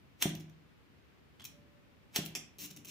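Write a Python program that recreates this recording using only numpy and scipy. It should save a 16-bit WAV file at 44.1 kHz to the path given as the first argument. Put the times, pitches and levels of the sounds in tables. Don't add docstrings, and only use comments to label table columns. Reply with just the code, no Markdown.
import sys
import numpy as np
from scipy import signal
from scipy.fft import rfft, irfft, next_fast_len
from scipy.io import wavfile
from scipy.ndimage import map_coordinates

SR = 44100
rng = np.random.default_rng(int(sys.argv[2]) if len(sys.argv) > 2 else 0)


def boost(x):
    u = np.asarray(x, float) / 20
    return 10 ** u


def unload_audio(sound):
    columns = np.transpose(np.atleast_2d(sound))
    steps = np.round(np.clip(columns, -1, 1) * 32767)
    wavfile.write(sys.argv[1], SR, steps.astype(np.int16))


N = 127890


def unit(x):
    return x / np.sqrt(np.mean(x ** 2) + 1e-20)


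def along(points, hz):
    f, v = np.transpose(points)
    return np.interp(np.log(hz + 1), np.log(f + 1), v)


def filtered(x, gain_db):
    m = 2 * next_fast_len(x.shape[-1] // 2 + 4096)
    gain = boost(gain_db(np.fft.rfftfreq(m, 1 / SR)))
    c = irfft(np.log(gain + 1e-6), m)
    c[1:m // 2] *= 2
    c[m // 2 + 1:] = 0
    return irfft(rfft(x, m) * np.exp(rfft(c)), m)[..., :x.shape[-1]]


def body(tone, peaks):
    def raw(f):
        rings = sum(db / (1 + (2 * (f - hz) / w) ** 2) for hz, w, db in peaks)
        return along(tone, f) + rings

    norm_db = 10 * np.log10(np.mean(boost(raw(np.linspace(0, SR / 2, 2048))) ** 2))
    return lambda f: raw(f) - norm_db


def add(track, s, sound):
    part = track[round(s * SR):][:len(sound)]
    part += sound[:len(part)]


def wobble(rate):
    knots = rng.standard_normal(int(N * rate / SR) + 4)
    return map_coordinates(knots, [np.arange(N) * rate / SR])


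# (frequency [Hz], level per Hz [dB])
HUSH_TONE = [(25, -13), (65, -1), (300, -9), (700, -19), (2500, -21), (5000, -31.5), (9000, -42),
             (15300, -38.5)]
HUSH_DB, HUSH_LEFT_DB = -65.5, 1.04


def hush():
    noise = unit(filtered(rng.standard_normal((2, N)), lambda f: along(HUSH_TONE, f)))
    return boost(HUSH_DB + 4) * noise * boost([[HUSH_LEFT_DB / 2], [-HUSH_LEFT_DB / 2]])


# (time [s], level [dB])
HAND_PRESSURE = [(0, -66.5), (.15, -77), (1.25, -80), (1.42, -65), (1.65, -70), (1.8, -79), (2.55, -68),
                 (2.62, -58), (2.75, -65.5), (2.83, -58), (2.9, -73)]
# (frequency [Hz], level per Hz [dB])
HAND_TONE = [(50, -34), (100, 0), (170, 0), (300, -4), (450, -17.5), (900, -38)]


def hand():
    s, db = np.transpose(HAND_PRESSURE)
    rumble = unit(filtered(rng.standard_normal(N), lambda f: along(HAND_TONE, f)))
    return boost(np.interp(np.arange(N) / SR, s, db) + 2 * wobble(25)) * rumble


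# (time [s], peak level [dB], time for the grit to fade by 60 dB [s], spark crack level [dB])
STRIKES = [
    (0.2244, -19.5, 0.048, 5.5),
    (2.1601, -21.5, 0.075, 6),
]
# (frequency [Hz], level per Hz [dB])
FLINT_TONE = [(71, -41), (120, -16), (353, -6.5), (1190, -12.5), (2750, -4.5), (3170, -5.5), (4760, -11.5),
              (5720, -8), (15500, -13)]
# (frequency [Hz], width [Hz], boost [dB])
SHELL = [(2550, 300, 3), (3630, 900, 4.5), (5670, 240, 7), (6300, 300, 2.5), (7180, 380, 0.5),
         (11900, 380, 2)]
WHEEL_START_DB, WHEEL_RISE_DB_PER_S = -9.5, 1123.5
GRIT_PER_S, GRIT_SPREAD_DB, GRIT_HISS = 6600, 7, 0.35


def lighter():
    rub = np.zeros(N)
    t = np.arange(SR // 8) / SR - SR // 20 / SR
    for s, db, t60, crack_db in STRIKES:
        chance = rng.random((len(t), 2))
        grain_level = boost(-GRIT_SPREAD_DB * np.log(chance[:, 1] + 0.01))
        grains = (chance[:, 0] < GRIT_PER_S / SR) * grain_level
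        grit = (GRIT_HISS + unit(grains)) * rng.standard_normal(len(t))
        grit = unit(np.tanh(0.5 * unit(grit)))
        scrape = boost(WHEEL_START_DB + WHEEL_RISE_DB_PER_S * t)
        fading = boost(-60 * t / t60)
        crack = boost(crack_db - 60 * abs(t) / 0.0059)
        shape = np.where(t < 0, scrape, fading + crack)
        add(rub, s + t[0], boost(db - 4) * shape * grit)
    return filtered(rub, body(FLINT_TONE, SHELL))


# (frequency [Hz], level [dB], time to fade by 60 dB [s])
TABLE_TONES = [(106, -16.5, .5), (158.8, -5.5, 0.53), (184.8, -6, 0.36), (226, -13.5, 0.26), (297, 1, 0.13),
               (338.6, -4.5, 0.19), (379, -12.5, 0.17), (592, -13.5, 0.2), (766.4, -11.5, 0.099)]


def table(blows):
    t = np.arange(SR // 2) / SR
    ring = sum(boost(db - 60 * t / t60) * np.sin(2 * np.pi * hz * t) for hz, db, t60 in TABLE_TONES)
    return signal.fftconvolve(blows, ring * np.minimum(t / 0.0032, 1))[:N]


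# (time [s], level [dB], push frequency [Hz], table ring level [dB])
THUDS = [
    (0.2542, -20, 227.7, -37),
    (2.1863, -27, 216, -44.5),
]
PUSH_RISE_S, PUSH_T60, PUSH_DB = 0.0038, 0.015, 15.5
REBOUND_S, REBOUND_DB = 0.00574, -8
EDGE_HZ, EDGE_DB = 700, -13.5


def thumb():
    thud, blows = np.zeros(N), np.zeros(N)
    t = np.arange(SR // 20) / SR
    for s, db, hz, ring_db in THUDS:
        tone = np.sin(2 * np.pi * hz * t) + boost(EDGE_DB) * np.sin(2 * np.pi * EDGE_HZ * t)
        push = boost(PUSH_DB - 60 * t / PUSH_T60) * tone * np.minimum(t / PUSH_RISE_S, 1) ** 2
        for lag, loss_db in [(0, 0), (REBOUND_S, REBOUND_DB)]:
            add(thud, s + lag, boost(db + loss_db) * push)
            add(blows, s + lag + 0.5 / hz, -boost([ring_db + loss_db]))
    return thud + table(blows)


# (time [s], peak level [dB], length of the bouncing [s], treble level [dB], table knock level [dB])
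SNAPS = [(0.293, -32.5, .003, 0, -69.5), (0.3517, -34.5, 0.0026, 0.5, -72),
         (0.399, -50.5, 0.0033, 6, -52.5), (0.404, -44, 0.0084, -5, -67), (0.497, -51, .004, -2.5, -73),
         (1.4418, -41.5, 0.0023, 8, -67), (1.4434, -37, 0.0019, -1, -75.5), (1.4514, -31.5, 0.0076, 1, -60),
         (1.456, -38, 0.0069, -12, -72), (2.2522, -46.5, 0.0033, 15, -66), (2.2608, -24.5, 0.0014, 0, -75),
         (2.585, -39.5, .08, 2, -58.5), (2.7045, -38, .012, -1.5, -56), (2.7632, -40, .013, 1, -57),
         (2.848, -38, .012, 1.5, -58.5), (2.871, -42.5, .03, 0, -58), (2.886, -49, 0.014, -4.5, -71)]
# (frequency [Hz], level per Hz [dB])
RELAY_TONE = [(530, -42), (900, -19), (1860, -13.5), (2480, -2), (4440, -6), (4820, -10.5), (5630, 1.5),
              (8440, -10), (15500, -7)]
# (frequency [Hz], width [Hz], boost [dB])
CASE = [(2440, 770, 0.5), (5570, 580, -1), (7330, 340, 4), (10000, 900, 10), (14100, 1200, 5)]
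CHATTER_PER_S, CHATTER_JITTER = 190, 0.15
CONTACT_SPREAD_DB, CONTACT_T60 = 1.3, 0.014
BUZZ_DB, BUZZ_SWELL_S, BUZZ_TREBLE_DB = -6.5, 0.021, -2
TREBLE_HZ = 8800


def relay():
    bass, treble, blows = np.zeros((3, N))
    t, u = np.arange(SR // 40) / SR, np.arange(SR // 8) / SR
    for s, db, length, treble_db, knock_db in SNAPS:
        swell = np.sqrt(np.minimum(u / BUZZ_SWELL_S, 1)) * np.clip((length - u) / 0.0018, 0, 1)
        buzz = boost(db + BUZZ_DB) * swell * rng.standard_normal(len(u))
        add(bass, s, buzz)
        add(treble, s, boost(treble_db + BUZZ_TREBLE_DB) * buzz)
        gap_luck, spreads, taps = rng.standard_normal((3, 32))
        times = np.cumsum(np.exp(CHATTER_JITTER * gap_luck)) / CHATTER_PER_S
        for at, spread, tap in zip(times - times[0], spreads, taps):
            fit = np.clip((length - at) * CHATTER_PER_S + (at == 0), 0, 1)
            level_db = db - 5.5 + CONTACT_SPREAD_DB * spread * (at > 0)
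            crack = fit * boost(level_db - 60 * t / CONTACT_T60) * rng.standard_normal(len(t))
            if s + at < N / SR:
                add(bass, s + at, crack)
                add(treble, s + at, boost(treble_db) * crack)
                add(blows, s + at, fit * np.tanh(tap) * boost([knock_db]))
    low = filtered(bass, lambda f: -10 * np.log10(1 + (f / TREBLE_HZ) ** 8))
    high = filtered(treble, lambda f: -10 * np.log10(1 + (TREBLE_HZ / (f + 1)) ** 8))
    return filtered(low + high, body(RELAY_TONE, CASE)), table(blows)


# (time [s], length [s], level [dB])
CREAKS = [
    (1.395, 0.0162, -54.5),
    (1.416, 0.0109, -53),
]
CREAK_HZ, CREAK_WIDTH_HZ, CREAK_RUB_DB = 3270, 520, -4.5


def creak():
    t, gate = np.arange(N) / SR, np.zeros(N)
    for s, length, db in CREAKS:
        gate += boost(db) * np.clip(np.minimum(t - s, s + length - t) / 0.0024, 0, 1)
    tone = [(300, -30), (1000, CREAK_RUB_DB), (5000, CREAK_RUB_DB - 0.5), (15000, -23)]
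    rub = gate * boost(1.9 * wobble(540)) * rng.standard_normal(N)
    return filtered(rub, body(tone, [(CREAK_HZ, CREAK_WIDTH_HZ, 14)]))


PIPE_S, PIPE_RISE_S, PIPE_T60 = 1.52, 0.034, 2.4
PIPE_HZ, PIPE_WIDTH_HZ, PIPE_DB = 581, 15, -67


def hum():
    t = np.arange(N) / SR - PIPE_S

    def drone():
        tone = np.sin(2 * np.pi * PIPE_HZ * t + 0.43 * wobble(PIPE_WIDTH_HZ))
        return tone * boost(2.9 * wobble(PIPE_WIDTH_HZ))

    swell = np.clip(t / PIPE_RISE_S, 0, 1)
    return boost(PIPE_DB - 60 * abs(t) / PIPE_T60) * swell * np.array([drone(), drone()])


# (time [s], peak level [dB], time to fade by 60 dB [s])
RELEASE = [
    (2.3515, -25.5, 0.036),
    (2.3572, -27, 0.019),
    (2.3610, -33, 0.087),
]
# (frequency [Hz], level per Hz [dB])
LEVER_TONE = [(150, -41.5), (250, -2.5), (378, -7.5), (1560, -15), (2570, -1), (4100, -8.5), (5600, -2.5),
              (6770, -5.5), (15500, -18.5)]
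# (frequency [Hz], width [Hz], boost [dB])
LEVER_RINGS = [(2650, 300, 2), (4160, 750, -5.5), (5640, 240, 8), (7450, 300, 4.5)]


def lever():
    hits, t = np.zeros(N), np.arange(SR // 20) / SR
    for s, db, t60 in RELEASE:
        add(hits, s, boost(db - 6 - 60 * t / t60) * rng.standard_normal(len(t)))
    return filtered(hits, body(LEVER_TONE, LEVER_RINGS))


# (frequency [Hz], time to fade by 60 dB [s])
ROOM_FADE = [(100, 0.68), (400, 0.49), (2000, 0.44), (6000, 0.31), (15000, 0.17)]
ROOM_GAP_S, ROOM_MONO_HZ = 0.0032, 433.6


def room(x):
    hz, t, z = signal.stft(rng.standard_normal((2, SR // 2)), SR, nperseg=256)
    turn = np.pi / 4 / (1 + (ROOM_MONO_HZ / (hz[:, None] + 1)) ** 2)
    z = np.cos(turn) * z[0] + np.array([np.sin(turn) * z[1], -np.sin(turn) * z[1]])
    fade = boost(-60 * t / along(ROOM_FADE, hz)[:, None])
    tail = signal.istft(z * fade, SR, nperseg=256)[1]
    late = np.pad(x, (round(ROOM_GAP_S * SR), 0))[None]
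    return signal.fftconvolve(late, tail / np.linalg.norm(tail[0]), axes=1)[:, :N]


# (frequency [Hz], left minus right level [dB])
PORT_TILT = [(500, 1), (1300, 2), (2400, -1), (6000, -7), (8500, 1.5), (11000, 14.5), (15000, 28)]


def ports(x, share):
    left = filtered(x[0], lambda f: share * along(PORT_TILT, f) / 2)
    right = filtered(x[1], lambda f: -share * along(PORT_TILT, f) / 2)
    return np.array([left, right])


def scattered(x):
    hz = np.fft.rfftfreq(N, 1 / SR)
    turn = map_coordinates(rng.standard_normal(64), [hz / 800]) * hz / (hz + 1200)
    return irfft(rfft(x) * np.exp(1j * 1.39 * turn), N)


ROOM_DB, TABLE_ROOM_DB, ROOM_TREBLE_SHARE = -4, -6.5, 0.44


def scene():
    clicks, taps = relay()
    flint, slap = lighter() + creak(), lever()
    wood = thumb() + taps + hand()
    air = flint + slap + clicks
    near = ports([air, scattered(air)], 0.65)
    first = np.arange(N) < N // 3
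    echoes = room(flint * first + slap) + room(flint * ~first) + room(clicks)
    far = ports(echoes, ROOM_TREBLE_SHARE)
    return near + boost(ROOM_DB) * far + wood + boost(TABLE_ROOM_DB) * room(wood) + hum() + hush()


def low_pass(x):
    return signal.sosfilt(signal.butter(12, 16670, fs=SR, output="sos"), x)


# (frequency [Hz], level [dB])
MIC = [(20, -20.5), (70, -0.5), (15400, -1.5), (15900, -25), (16600, -50), (17000, -55)]


def record(dry):
    mix = filtered(dry, lambda f: along(MIC, f))
    return low_pass(mix)


dry = scene()
out = record(dry)
unload_audio(out)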